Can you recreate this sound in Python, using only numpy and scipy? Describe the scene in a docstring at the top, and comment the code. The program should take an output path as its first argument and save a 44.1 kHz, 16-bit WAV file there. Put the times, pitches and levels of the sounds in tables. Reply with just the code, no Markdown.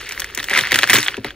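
"""Beads and chains in a plastic tub

A handful of beads, pearls and chains is lifted, turned and dropped in a plastic tub, close to a two-port
microphone. Each contact gives a short knock near 2 kHz, a noisy bright tick and a shiver of the heap.
Countless tiny damped sines rattle between them, and heavy pieces ring the tub floor in a few low modes.
A low murmur of the room lies underneath. The loudest contacts clip.
"""
import sys
import numpy as np
from scipy.fft import rfft, irfft, next_fast_len
from scipy.io import wavfile

SR = 44100
rng = np.random.default_rng(int(sys.argv[2]) if len(sys.argv) > 2 else 0)


def inscribe(sig):
    """Save sig as 16-bit PCM at rate SR to the path in sys.argv[1].

    A 1-D sig is mono; a 2-D sig holds one channel per row.
    Samples are clipped to [-1, 1] before scaling.
    """
    pcm = np.round(np.clip(np.atleast_2d(sig).T, -1, 1) * 32767)
    wavfile.write(sys.argv[1], SR, pcm.astype(np.int16))


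N = 59535
TOP_HZ = 15700  # band limit of the microphone; no bead or link is pitched above it


def amp(db):
    """Decibels to gain."""
    return 10 ** (np.asarray(db) / 20)


def unit(x):
    """Scaled to rms 1."""
    return x / np.sqrt(np.mean(x ** 2) + 1e-20)


def along(points, hz):
    """Read (frequency, value) points on a log frequency axis."""
    point_hz, values = np.transpose(points)
    return np.interp(np.log(hz + 1), np.log(np.maximum(point_hz, 0) + 1), values)


def filtered(x, response):
    """x shaped by a complex response of frequency."""
    size = next_fast_len(N + 8192)  # spare room keeps the tail from wrapping round
    spectrum = rfft(x, size) * response(np.fft.rfftfreq(size, 1 / SR))
    return irfft(spectrum, size)[..., :N]


def noise(spectrum):
    """Coloured noise of rms 1."""
    white = rng.standard_normal(N)
    return unit(filtered(white, lambda hz: amp(along(spectrum, hz))))


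def place(times, rows):
    """Sum short sounds, one per row, at their times in seconds."""
    starts = np.round(np.asarray(times) * SR).astype(int)[:, None]
    at = starts + np.arange(rows.shape[1])
    return np.bincount(at.ravel(), rows.ravel(), N + SR)[:N]


# The low murmur of the room: pitch_hz, level_db
ROOM_SPECTRUM = [(33, -11.5), (48, 1), (230, -17.5), (395, -5.5), (1500, -41)]
ROOM_DB = -45


def room():
    """Steady noise, coloured towards the lows."""
    return amp(ROOM_DB) * noise(ROOM_SPECTRUM)


def grains(per_s, hz, spread, cycles, size_db):
    """Random tiny collisions of rms 1, each a damped sine of its own pitch and size."""
    count = int(per_s * N / SR)
    start_s = rng.random(count) * N / SR
    draw = np.clip(rng.standard_normal((count, 2)), -2, 2)
    pitch_hz = np.minimum(hz * np.exp(spread * draw[:, :1]), TOP_HZ)
    turns = pitch_hz * np.arange(256) / SR
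    decay = amp(size_db * draw[:, 1:] - 30 * turns / cycles)  # falls 30 dB in this many cycles
    shape = decay * (1 - np.exp(-2 * turns))
    return unit(place(start_s, shape * np.sin(2 * np.pi * turns)))


# Colour of the smooth rustle under the beads: pitch_hz, level_db
RUSTLE_SPECTRUM = [(1000, -12.5), (1900, -2.5), (3500, -6), (5000, -9.5), (15500, -51)]
RUSTLE_DB = -4.5  # against the patter


def beads():
    """An even patter of small bead knocks over a smooth rustle of noise."""
    patter = grains(per_s=700, hz=2050, spread=0.21, cycles=2.14, size_db=3)
    return patter + amp(RUSTLE_DB) * noise(RUSTLE_SPECTRUM)


# How strongly the handful stirs close to the microphone: start_s, beads_db, links_db
STIRRING = [(0, -31.5, -43.5), (.12, -35, -41), (0.32, -38.5, -49), (.47, -38.5, -41.5),
            (0.571, -18, -28.5), (.63, -28, -33.5), (.705, -29, -45), (0.759, -21.5, -25.5),
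            (0.859, -30, -38.5), (0.939, -14.5, -16.5), (1.019, -25.5, -26.5), (1.12, -33.5, -45),
            (1.233, -49.5, -60), (1.26, -28.5, -40), (1.35, -51, -73)]


def rattle():
    """Beads and brighter chain links in ceaseless small collisions, swelling and easing."""
    start_s, beads_db, links_db = np.transpose(STIRRING)
    t = np.arange(N) / SR
    links = grains(per_s=4500, hz=8100, spread=0.43, cycles=8.3, size_db=13.5)
    bead_gain = amp(np.interp(t, start_s, beads_db))
    link_gain = amp(np.interp(t, start_s, links_db))
    return bead_gain * beads() + link_gain * links


KNOCK_RISE_S, KNOCK_T60_S = 0.00034, 0.0061
OVERTONE_HZ, OVERTONE_SPREAD = 3403, 0.1  # spread in natural-log units
TICK_T60_S = 0.0083
SETTLE_DB, SETTLE_T60_S = -17, 0.041  # the heap shivers after each contact
# Colour of the noisy tick: pitch_hz, level_db
TICK_SPECTRUM = [(3500, -4.5), (5500, 5), (15500, -7)]
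# Clear contacts, piece on piece: start_s, knock_db, pitch_hz, overtone_db, tick_db
CLEAR_CONTACTS = [(0.0115, -21, 1920, -44, -29), (0.0913, -19.5, 2120, -27, -19),
                  (0.1099, -15.5, 2320, -23, -30), (0.122, -18, 2420, -18.5, -17),
                  (0.177, -14, 1970, -26, -30), (0.1966, -12.5, 2010, -16, -14),
                  (0.2014, -27, 2200, -27, -9.5), (0.2195, -12.5, 1760, -14, -21),
                  (0.2438, -13.5, 1950, -33, -19), (0.349, -32, 2590, -30, -12.5),
                  (0.3753, -10, 2030, -18, -12.5), (0.3875, -11.5, 1940, -21, -24),
                  (0.3947, -27, 1910, -14.5, -26), (0.4005, -11.5, 1870, -15, -19),
                  (0.4291, -20, 1860, -16, -17.5), (0.442, -26, 1620, -12.5, -16.5),
                  (0.4855, -10, 1930, -30, -42), (0.4971, -12, 2230, -16, -17),
                  (0.5045, -8, 1960, -22, -32), (0.5096, -8, 1900, -23, -31), (0.5122, -10, 2050, -14, -24),
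                  (0.533, -5.5, 1760, -17, -22), (0.538, -5, 2020, -14, -18.5),
                  (0.5495, -6.5, 2050, -7.5, -23), (0.5587, -3.5, 2350, -18, -18),
                  (0.5628, -1, 1930, -15, -30), (0.5759, 3, 2000, -22, -8), (0.5859, -6.5, 1920, -7, -29),
                  (0.5894, 0.5, 2000, -8.5, -7.5), (0.61, -7.5, 2080, -9, -15),
                  (0.6372, -7.5, 1750, -23, -32), (0.6457, -11, 2110, -27, -35),
                  (0.652, -9, 1960, -17.5, -32), (0.6601, -10.5, 2020, -34, -32),
                  (0.671, -8.5, 2040, -19, -21), (0.7102, -8.5, 2140, -19, -18),
                  (0.7192, 3, 1920, -2, -4.5), (0.7277, -3.5, 2120, -7, -21), (0.7424, -8, 1880, 2, -9),
                  (0.7455, -5, 1830, -8, -10), (0.758, -2.5, 1860, -9, -4), (0.7888, 0, 1670, 0.5, -5.5),
                  (0.823, -11, 2340, -9, -17), (0.832, 2, 1846, 2, -16), (0.8398, -4, 1650, -9, -15.5),
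                  (0.8746, -9, 1740, -15, -18), (0.8899, -8.5, 2150, -18, -23), (0.8974, 4.5, 1860, -3, -4),
                  (0.9019, -17, 1920, -8, -3), (0.907, -1, 2050, -15, -22), (0.932, 5.5, 1980, 1, -1),
                  (0.94, -14, 1930, -11, -3), (0.9496, -8, 1650, -21, -5), (0.9549, 1.5, 1900, -4, -20),
                  (0.9597, -4.5, 1670, -6, -9), (0.966, -14, 2190, -0.5, -8.5),
                  (0.9859, -7.5, 2240, -7, -8), (1.0292, -12, 1810, -12, -34),
                  (1.0624, -14, 1470, -12, -38), (1.0665, -16, 2670, -12, -29),
                  (1.0771, -15, 1510, -19, -19), (1.0827, -5.5, 1710, -2.5, -33),
                  (1.1429, -13, 1580, -14, -43), (1.1687, -19.5, 2640, -19.5, -29),
                  (1.2454, -12, 2070, -13.5, -20.5), (1.306, -18.5, 1690, -21, -34)]


def contacts():
    """A knock on its own pitch with a pair of overtones, a noisy tick, then the shiver of the heap."""
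    columns = np.transpose(CLEAR_CONTACTS)
    start_s, knock_db, pitch_hz, overtone_db, tick_db = (c[:, None] for c in columns)
    times = start_s[:, 0]
    t = np.arange(SR // 10) / SR

    over_hz = OVERTONE_HZ * np.exp(OVERTONE_SPREAD * rng.standard_normal((len(times), 2)))
    overtones = sum(np.sin(2 * np.pi * over_hz[:, [k]] * t) for k in range(2)) / 2
    tone = amp(knock_db) * np.sin(2 * np.pi * pitch_hz * t) + amp(overtone_db) * overtones
    shape = amp(-60 * t / KNOCK_T60_S) * (1 - np.exp(-t / KNOCK_RISE_S)) ** 2
    knocks = place(times, shape / shape.max() * tone)

    ticks = place(times, amp(tick_db - 60 * t / TICK_T60_S)) * noise(TICK_SPECTRUM)

    strength = amp(knock_db) + amp(overtone_db)
    settling = strength * amp(SETTLE_DB - 60 * t / SETTLE_T60_S)
    shiver = place(times, settling) * beads()
    return knocks + ticks + shiver


MAIN = 3  # row of TUB_MODES whose pitch depends on where the floor is struck
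RISE_TURNS, LAG_TURNS = 0.67, 1.7  # slow bending waves reach the low modes late
KNOCK_TO_TUB_DB = -29
# Ringing modes of the plastic floor: pitch_hz, level_db, t60_s
TUB_MODES = [(118, -4, 0.093), (215.6, -6, 0.097), (291.9, -10, 0.17), (390, 2.5, 0.051), (540, -1.5, 0.1),
             (742, 0, 0.049), (943, 0, 0.051)]
# Heavy pieces landing on the floor: start_s, level_db, deepest_mode_db, upper_modes_db, main_pitch_hz
HEAVY_THUMPS = [(0.373, -26.5, 0, -6, 372), (0.51, -26, -20, 0.5, 409), (.605, -29.5, 10, -6, 390),
                (.721, -19.5, 4, -6.5, 366), (.749, -19, -2, -6.5, 372), (0.829, -29, -7, 3.5, 356),
                (0.898, -19.5, -8, -3.5, 353), (.938, -12, 0, -5.5, 436), (0.978, -15.5, 0.5, -12, 390),
                (1.177, -17.5, -0.5, -12.5, 396), (1.245, -19.5, -1, -6.5, 406)]


def tub():
    """The floor rings under heavy pieces, its deep modes arriving late, and faintly under every contact."""
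    main_mode_hz = TUB_MODES[MAIN][0]
    faint = [(c[0], c[1] + KNOCK_TO_TUB_DB, 0, 0, main_mode_hz) for c in CLEAR_CONTACTS]
    columns = np.transpose(list(HEAVY_THUMPS) + faint)
    start_s, level_db, deepest_db, upper_db, main_hz = (c[:, None] for c in columns)
    draw = rng.standard_normal((len(start_s), 2 * len(TUB_MODES)))
    ring = 0
    for k, (hz, mode_level_db, t60_s) in enumerate(TUB_MODES):
        lag_s = LAG_TURNS * max(1 / hz - 1 / main_mode_hz, 0)
        t = np.maximum(np.arange(SR // 5) / SR - lag_s, 0)
        # every strike varies each mode by about 1 dB
        mode_db = mode_level_db + deepest_db * (k == 0) + upper_db * (k > MAIN) + draw[:, [2 * k]]
        swell = amp(-60 * t / t60_s) * (1 - np.exp(-t * hz / RISE_TURNS)) ** 2
        pitch_hz = main_hz if k == MAIN else hz * np.exp(.05 * draw[:, [2 * k + 1]])
        ring = ring + amp(mode_db) * swell * np.sin(2 * np.pi * pitch_hz * t)
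    return place(start_s[:, 0], amp(level_db) * ring)


SMALL_HZ = 860


def small_pieces(x):
    """Pieces this small radiate little low sound: a two-stage high-pass."""
    def radiation(hz):
        ratio = 1j * hz / SMALL_HZ
        return (ratio / (1 + ratio)) ** 2
    return filtered(x, radiation)


LEAD_S = 5.2e-5  # the left port is nearer
# Further phase by which the left port leads: pitch_hz, lead_radians
PORT_LEAD = [(300, -.1), (1120, -.95), (2500, -.1), (4100, -.9), (5000, .6), (5600, -.2), (8000, .1)]
# Balance of the two ports: pitch_hz, left_over_right_db
PORT_BALANCE = [(170, 0), (600, 6.5), (1300, 0)]
# Sound the ports do not share: pitch_hz, level_db
PORT_DIFFERENCE = [(200, -34), (700, -13), (2000, -22), (4500, -9), (15000, -7)]


def ports(x):
    """One sound at two ports: a lead, a balance, and a small scattered part of opposite sign."""
    side = np.array([[1], [-1]])  # left, right
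    smear = unit(rng.standard_normal(900) * amp(np.linspace(0, -30, 900))) / 30  # energy 1
    scattered = filtered(np.convolve(x, smear)[:N], lambda hz: amp(along(PORT_DIFFERENCE, hz)))

    def port_response(hz):
        lead = 2 * np.pi * hz * LEAD_S + along(PORT_LEAD, hz)
        return amp(side * along(PORT_BALANCE, hz) / 2) * np.exp(.5j * side * lead)
    return filtered(x + side * scattered, port_response)


def scene():
    """Jewellery, tub and the low murmur of the room, heard at the two ports."""
    jewellery = small_pieces(rattle() + contacts())
    return ports(room() + jewellery + tub())


CLIP, HARDNESS = 1.05, 12  # ceiling in full scales; a higher hardness bends more sharply


def record(dry):
    """Loud peaks clip; little passes above the band limit."""
    clipped = dry / (1 + np.abs(dry / CLIP) ** HARDNESS) ** (1 / HARDNESS)
    limited = filtered(clipped, lambda hz: np.where(hz < TOP_HZ, 1, .03))
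    return np.clip(limited, -1, 1)


dry = scene()
out = record(dry)
inscribe(out)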